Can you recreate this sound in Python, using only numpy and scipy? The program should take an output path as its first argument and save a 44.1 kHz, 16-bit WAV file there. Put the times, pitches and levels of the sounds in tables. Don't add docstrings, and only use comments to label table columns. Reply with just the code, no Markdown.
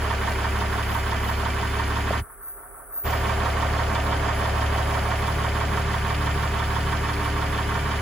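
import sys
import numpy as np
from scipy import signal
from scipy.fft import rfft, irfft, next_fast_len
from scipy.io import wavfile
from scipy.ndimage import uniform_filter1d, map_coordinates

SR = 44100
rng = np.random.default_rng(int(sys.argv[2]) if len(sys.argv) > 2 else 0)


def bounce(signal):
    frames = np.transpose(np.atleast_2d(signal))
    limited = np.clip(frames, -1, 1)
    pcm = np.round(limited * 32767).astype(np.int16)
    wavfile.write(sys.argv[1], SR, pcm)


N = 353241
T = np.arange(N) / SR

# pitch_hz, likeness (0 to 1)
EAR_LIKENESS = [(60, .997), (200, .96), (430, .84), (620, .48), (830, .45), (1200, .8), (2200, .8),
                (3000, .62), (5000, .35), (7500, .55)]
# pitch_hz, left_over_right_db
EAR_BALANCE = [(150, 9), (400, -0.5), (650, 0.5), (900, -7), (1150, -6.5), (1500, -2.5), (2200, 0),
               (3200, -3), (4300, -2.5), (5100, -8.5), (7000, 1.5)]
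# pitch_hz, left_lead_radians
EAR_LEAD = [(100, 0), (450, -.4), (660, 0), (900, -.45), (1400, -.45), (1900, .7), (2200, -.1), (2650, 1.3),
            (3300, -.6), (4300, .2), (5400, 3.9), (6800, 6), (7800, 4)]

IDLE_HZ = 36.3
HALVES = np.array([[.5], [-.5]])


def amp(db):
    return 10 ** (np.asarray(db) / 20)


def unit(x):
    return x / np.sqrt(np.mean(x ** 2) + 1e-20)


def along(points, hz):
    point_hz, value = np.transpose(points)
    return np.interp(np.log(hz + 1), np.log(point_hz + 1), value)


def curves(rows):
    s, *columns = np.transpose(rows)
    return [np.interp(T, s, column) for column in columns]


def wobble(rate):
    knots = rng.standard_normal(int(N * rate / SR) + 4)
    return map_coordinates(knots, [T * rate])


def filtered(x, response):
    size = x.shape[-1]
    padded = next_fast_len(size + 4096, True)
    spectrum = rfft(x, padded) * response(np.fft.rfftfreq(padded, 1 / SR))
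    return irfft(spectrum, padded)[..., :size]


def causal(gain_db):
    cepstrum = irfft(np.log(amp(gain_db)))
    half = len(cepstrum) // 2
    folded = np.r_[cepstrum[0], 2 * cepstrum[1:half], cepstrum[half]]
    return np.exp(rfft(folded, len(cepstrum)))


def spread(pair, alike, lead, balance):
    def mid_side(hz):
        turn = np.arccos(np.clip(along(alike, hz), -1, 1)) / 2
        return np.array([np.cos(turn), np.sin(turn)])

    def ears(hz):
        return amp(HALVES * along(balance, hz)) * np.exp(1j * HALVES * along(lead, hz))

    mid, side = filtered(pair, mid_side)
    return filtered(np.array([mid + side, mid - side]), ears)


def from_right(x, lead_s=0.000064):
    return filtered(x, lambda hz: np.exp(1j * np.pi * hz * lead_s * np.array([[-1], [1]])))


def exhaust(cycle, waver_db=0.7, uneven_db=1):
    # order (multiple of the cycle rate), level_db
    orders = [(6, -8.3), (7, -17.5), (8, -13), (9, -24), (10, -16.5), (12, 1.5), (13, -18.5), (14, -25),
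              (15, -19), (16, -25), (17, -26), (18, -4), (19, -17.5), (20, -16), (22, -19)]
    boom = np.zeros(N)
    for order, db in orders:
        order = round(order)
        if order % 6 == 0:
            start, waver = (0 if order == 12 else 1 / 4), waver_db
        else:
            start, waver = rng.random(), uneven_db
        boom += amp(db + waver * wobble(5.6)) * np.cos(2 * np.pi * (order * cycle + start))
    return unit(boom)


def exhaust_level_db(firing, flow):
    speed_db = 0.8 * (firing - IDLE_HZ)
    flow_db = 0.75 * flow
    ease_start_s, ease_db_per_s = 7, 1
    return -26.5 + speed_db + flow_db - ease_db_per_s * np.maximum(T - ease_start_s, 0)


def clatter(cycle, flow):
    # pitch_hz, width_hz, boost_db
    block = [(200.8, 16, 6), (411.5, 43, 8), (666, 83, 4.5), (743, 68, 5.5), (932.4, 59, 9.5),
             (1077, 29, 6.5), (1165, 65, 6.5), (1324, 33, 4), (1424, 45, 4.5), (1546, 36, 7.5),
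             (1678, 31, 4.5), (1817, 120, 7), (2006, 37, 6), (2160, 130, 5), (2333, 38, 10.5),
             (2592, 310, 7.5), (3035, 190, 6.5), (3496, 73, 7.5), (3923, 420, 8), (4287, 92, 11.5),
             (4775, 270, 11.5), (5250, 240, 8.5), (6080, 48, 7.5), (6820, 60, -8.5)]
    # pitch_hz, level_db
    colour = [(30, -100), (50, -92), (85, -91.5), (160, -58.5), (280, -61.5), (500, -64.5), (800, -63.5),
              (1100, -61.5), (1800, -65.5), (2600, -75), (3300, -72), (4000, -85), (5500, -83.5),
              (7300, -78), (9000, -100), (14000, -115)]
    # pitch_hz, extra_db
    load = [(150, -5), (260, 1.5), (400, -0.5), (560, 3), (700, 4.5), (850, 2.3), (1100, 0), (2000, 0.44)]
    blows = knocks(cycle)
    bands, powers = signal.welch(blows, SR, nperseg=1024, detrend=False)

    def body(hz):
        modes = sum(db / (1 + (2 * (hz - centre) / width) ** 2) for centre, width, db in block)
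        wanted_db = along(colour, hz) + modes
        return np.array([causal(wanted_db - 10 * np.log10(np.interp(hz, bands, power))) for power in powers])

    idle = unit(spread(filtered(blows, body), EAR_LIKENESS, EAR_LEAD, EAR_BALANCE))
    return idle + flow * filtered(idle, lambda hz: amp(along(load, hz)) - 1)


def knocks(cycle):
    # pitch_hz, share_of_power (0 to 1)
    repeats = [(200, .5), (400, .62), (700, .78), (1100, .9), (1450, .62), (2300, .48), (3000, .15),
               (5000, .08)]
    tight = filtered(tight_rattle(cycle), lambda hz: np.sqrt(along(repeats, hz)))
    loose = filtered(loose_rattle(cycle), lambda hz: np.sqrt(1 - along(repeats, hz)))
    return tight + loose


def knock_gain(position, hz, scatter_db, boost_db=2.5, rise_s=.0028):
    # share_of_cycle, pitch_hz, level_db (over the gear noise, before the boost),
    # half_width_octaves, t60_s
    knock_table = [(0.002, 840.0, 17.0, 0.11, 0.025), (0.061, 2160.0, 17.5, 0.17, 0.025),
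                   (0.076, 1550.0, 10.0, 0.11, 0.12), (0.096, 1000.0, 13.0, 0.23, 0.111),
                   (0.118, 460.0, 8.0, 0.25, 0.12), (0.122, 1720.0, 21.0, 0.15, 0.014),
                   (0.16, 730.0, 12.5, 0.32, 0.03), (0.2, 960.0, 16.0, 0.21, 0.033),
                   (0.232, 1290.0, 11.0, 0.79, 0.043), (0.248, 410.0, 11.5, 0.23, 0.027),
                   (0.248, 3710.0, 6.5, 0.16, 0.12), (0.27, 1120.0, 18.5, 0.14, 0.068),
                   (0.279, 1770.0, 16.5, 0.22, 0.027), (0.301, 630.0, 14.5, 0.18, 0.019),
                   (0.306, 230.0, 8.5, 0.24, 0.056), (0.31, 1620.0, 23.0, 0.3, 0.012),
                   (0.322, 810.0, 16.0, 0.17, 0.018), (0.337, 410.0, 10.5, 0.23, 0.032),
                   (0.351, 1100.0, 22.5, 0.12, 0.034), (0.362, 1600.0, 7.5, 0.9, 0.094),
                   (0.401, 880.0, 15.0, 0.13, 0.076), (0.419, 1280.0, 8.5, 0.43, 0.105),
                   (0.425, 480.0, 8.5, 0.19, 0.08), (0.449, 970.0, 19.0, 0.13, 0.042),
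                   (0.45, 730.0, 13.5, 0.17, 0.087), (0.455, 5700.0, 6.0, 0.17, 0.055),
                   (0.488, 210.0, 9.5, 0.17, 0.051), (0.518, 3180.0, 8.5, 0.3, 0.034),
                   (0.547, 4520.0, 3.0, 0.9, 0.12), (0.551, 750.0, 18.0, 0.24, 0.016),
                   (0.559, 3520.0, 8.5, 0.1, 0.12), (0.571, 1250.0, 9.5, 0.46, 0.12),
                   (0.58, 420.0, 14.0, 0.46, 0.025), (0.602, 1000.0, 20.5, 0.21, 0.083),
                   (0.607, 1850.0, 12.5, 0.18, 0.109), (0.644, 3460.0, 23.5, 0.1, 0.012),
                   (0.663, 1100.0, 19.0, 0.13, 0.047), (0.701, 530.0, 13.0, 0.3, 0.017),
                   (0.736, 1050.0, 12.0, 0.8, 0.093), (0.802, 1750.0, 15.0, 0.23, 0.02),
                   (0.811, 1070.0, 19.0, 0.18, 0.021), (0.818, 710.0, 14.0, 0.28, 0.047),
                   (0.859, 2670.0, 7.5, 0.88, 0.067), (0.882, 6210.0, 10.5, 0.57, 0.016),
                   (0.888, 590.0, 13.0, 0.19, 0.028), (0.896, 1090.0, 8.0, 0.23, 0.098),
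                   (0.926, 1880.0, 8.5, 0.13, 0.12), (0.991, 1050.0, 14.5, 0.27, 0.023)]
    power = np.ones((len(hz), len(position)))
    for share, centre, db, octaves, t60 in knock_table:
        turn, part = np.divmod(position - share + 1, 1)
        age = part * 6 / IDLE_HZ
        scatter = rng.standard_normal(int(turn[-1]) + 1)[turn.astype(int)]
        strength = db + boost_db + scatter_db * scatter
        envelope = amp(strength - 60 * age / t60) * (1 - np.exp(-age / rise_s))
        pitch_shape = np.exp(-(np.log2((hz + 1) / centre) / octaves) ** 2)
        power += np.outer(pitch_shape, envelope ** 2)
    return np.sqrt(power)


def tight_rattle(cycle, size=7200, count=8):
    centres = np.geomspace(350, 9500, 48)[:, None] - 250
    widths = 30 + .05 * centres
    bank = np.exp(-.5 * ((np.fft.fftfreq(size, 1 / SR) - centres) / widths) ** 2)
    bank /= np.sqrt((bank ** 2).sum(0) + 1e-3)
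    position = np.arange(size) / size
    wanted = knock_gain(position, centres[:, 0], 0) * 2 * np.sqrt((bank ** 2).mean(1, keepdims=True))
    loop = np.fft.fft(rng.standard_normal((2, 1, size)))
    for _ in range(count):
        bands = np.fft.ifft(bank * loop)
        evened = wanted * bands / abs(bands)
        loop = (bank * np.fft.fft(evened)).sum(1, keepdims=True)
    sides = np.fft.ifft(loop[:, 0]).real
    return np.array([map_coordinates(side, [cycle % 1 * size], mode="grid-wrap") for side in sides])


def loose_rattle(cycle, scatter_db=1.1, grain_db=1.0):
    hz, s, noise = signal.stft(rng.standard_normal((2, N)), SR, nperseg=128)
    grit = uniform_filter1d(rng.standard_normal(noise.shape[1:]), size=5, axis=0)
    grit = unit(uniform_filter1d(grit, size=3, axis=1))
    gain = knock_gain(np.interp(s, T, cycle), hz, scatter_db) * amp(grain_db * grit)
    return signal.istft(noise * gain, nperseg=128)[1][:, :N]


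def driven_hum(cycle, firing, flow, waver_db=2.5, drift_db=1.0, slip=0.17):
    # order (multiple of the cycle rate), level_db (at the settled
    # idle), speed_db (per extra firing a second), flow_db (at a flow of 1), throb_db, peak_share_of_cycle
    hum_lines = [(24, -42, 9, 0, 2, .33), (30, -52, 12, -1, 2, .33), (34, -49.5, 5, .5, 2, .33),
                 (48, -51, 7, 0, 2, .33), (66, -48, 1, 0.5, 5, .28), (90, -55, 12, 6, 3, .8),
                 (120, -50.5, 8, 1.5, 4, .7), (153, -52, 8, 0, 6, .55)]
    # peak_s, half_length_s, order (multiple of the cycle rate), level_db
    swells = [(.3, .35, 80, -46), (1.4, .25, 42, -46), (1.98, .15, 48, -44), (4.15, .25, 48, -42),
              (5.35, .45, 95, -45), (6.25, .15, 48, -45), (6.3, .7, 24, -41), (7.35, .4, 48, -42),
              (7.9, .3, 385, -50)]

    def line(order):
        turns = order * cycle + slip * wobble(3) + rng.random()
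        return np.sqrt(2) * np.sin(2 * np.pi * turns)

    hum = np.zeros(N)
    for order, db, speed_db, flow_db, throb_db, peak_share in hum_lines:
        level = db + speed_db * (firing - IDLE_HZ) + flow_db * flow
        throb = throb_db * np.cos(2 * np.pi * (cycle - peak_share))
        unrest = waver_db * wobble(6) + drift_db * wobble(1.23) + throb
        hum += amp(level + unrest) * line(order)
    for s, length, order, db in swells:
        hum += amp(db) * np.exp(-.5 * ((T - s) / length) ** 4) * line(order)
    return hum


def oil_flow(open_s=0.11, close_db_per_s=12):
    # fully_open_s, starts_to_close_s, flow_level_db
    valve = [(0, .1, -7.5), (2.6, 4.897, 0.5)]
    flow = np.zeros(N)
    for opens, closes, db in valve:
        attack = np.clip((T - opens) / open_s + 1, 0, 1)
        flow += attack * amp(db - close_db_per_s * np.maximum(T - closes, 0))
    return flow


def hoist(flow, oil_db=-37.5, rough_db=2.0, churn_rate=90):
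    # pitch_hz, level_db
    oil_colour = [(150, -35), (350, -10), (560, 6), (690, 7.5), (820, -2), (1250, 2.5), (1700, -16),
                  (5000, -45)]
    churn = rng.standard_normal((2, N)) * amp(rough_db * wobble(churn_rate))
    oil = filtered(churn, lambda hz: amp(along(oil_colour, hz)))
    return amp(oil_db) * flow * unit(spread(oil, EAR_LIKENESS, EAR_LEAD, EAR_BALANCE))


def clunk(thud_db=-9):
    # start_s, level_db, pitch_hz, t60_s
    blow_table = [(2.108, -13.3, 620, .022), (2.113, -23, 480, .03)]
    out = np.zeros(N)
    for s, db, hz, t60 in blow_table:
        age = np.maximum(T - s, 0)
        ring = np.sin(2 * np.pi * hz * age)
        thud = amp(thud_db) * np.sin(np.pi * hz * age)
        out += amp(db - 60 * age / t60) * (ring + thud)
    return out


def muffle(truck, flow, start_s=2.2, end_s=3.05, fade_t60=0.05, bass_hz=170, bass_lag_s=0.021, open_s=0.033):
    # pitch_hz, gain_db
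    muffled = [(35, -19), (50, -17), (65, -36), (75, -37), (110, -34), (200, -30), (400, -18), (520, -21),
               (700, -21.5), (1000, -22.5), (1320, -13.5), (1800, -23), (2400, -32.5), (3100, -42),
               (4500, -38), (6200, -26.5), (7500, -57)]
    # pitch_hz, extra_db (at a flow of 1)
    fill = [(170, -0.5), (280, 1.5), (400, 0.5), (520, 1.5), (850, 1.5), (1200, 0), (2000, -0.5)]
    back = np.sin(np.pi / 2 * np.clip((T - end_s) / open_s + .5, 0, 1)) ** 2

    def clear(start):
        fade = amp(-60 * np.maximum(T - start, 0) / fade_t60)
        return np.maximum(fade, back)

    bass = filtered(truck, lambda hz: 1 / (1 + (hz / bass_hz) ** 4))
    murmur = filtered(truck, lambda hz: amp(along(muffled, hz) - HALVES * along(EAR_BALANCE, hz)))
    murmur = murmur + flow * filtered(murmur, lambda hz: amp(along(fill, hz)) - 1)
    upper = clear(start_s)
    return upper * (truck - bass) + clear(start_s + bass_lag_s) * bass + (1 - upper) * murmur


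def hiss(hiss_db=-46.0, flicker_db=1.2, sizzle_rise_s=0.038, sizzle_t60=.6):
    # pitch_hz, level_db
    hiss_colour = [(6500, -70), (7750, -35), (8000, 0), (9300, -1.5), (10500, -5), (12500, -7.5),
                   (14500, -7.5), (15800, -11)]
    # pitch_hz, left_lead_radians
    hiss_lead = [(7000, -2.4), (8550, -3.1), (9100, -3.7), (10900, -6.3), (12700, -8.8), (13400, -9.4),
                 (14100, -10.2), (15600, -12.5)]
    # peak_s, pitch_hz, width_hz, level_db (before the stereo spread)
    sizzles = [(.92, 12800, 400, -36.5), (1.27, 13500, 1300, -37), (2.48, 13700, 1300, -34),
               (2.98, 13800, 1000, -28), (3.03, 14600, 500, -35)]
    noise = filtered(rng.standard_normal((2, N)), lambda hz: amp(along(hiss_colour, hz)))
    air = amp(hiss_db + flicker_db * wobble(25)) * unit(noise)
    for s, centre, width, db in sizzles:
        band = filtered(rng.standard_normal(N), lambda hz: 1 / (1 + (2 * (hz - centre) / width) ** 4))
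        swell = np.exp(-.5 * (np.minimum(T - s, 0) / sizzle_rise_s) ** 2)
        fade = amp(db - 60 * np.maximum(T - s, 0) / sizzle_t60)
        air[0] += unit(band) * swell * fade
    return spread(air, [(8000, 0.97)], hiss_lead, [(8000, 0)])


def scene():
    # time_s, firings_per_s
    idle_speed = [(0, 35.28), (2.1, 35.76), (2.7, 36.22), (5.2, 36.29), (6.2, 36.48), (8, 36.41)]
    firing, = curves(idle_speed)
    cycle = np.cumsum(firing) / SR / 6
    flow = oil_flow()
    boom = amp(exhaust_level_db(firing, flow)) * exhaust(cycle)
    drone = from_right(boom + driven_hum(cycle, firing, flow))
    truck = drone + amp(-28) * clatter(cycle, flow) + hoist(flow) + clunk()
    return muffle(truck, flow) + hiss()


def record(dry):
    return filtered(dry, lambda hz: hz < 15800)


dry = scene()
out = record(dry)
bounce(out)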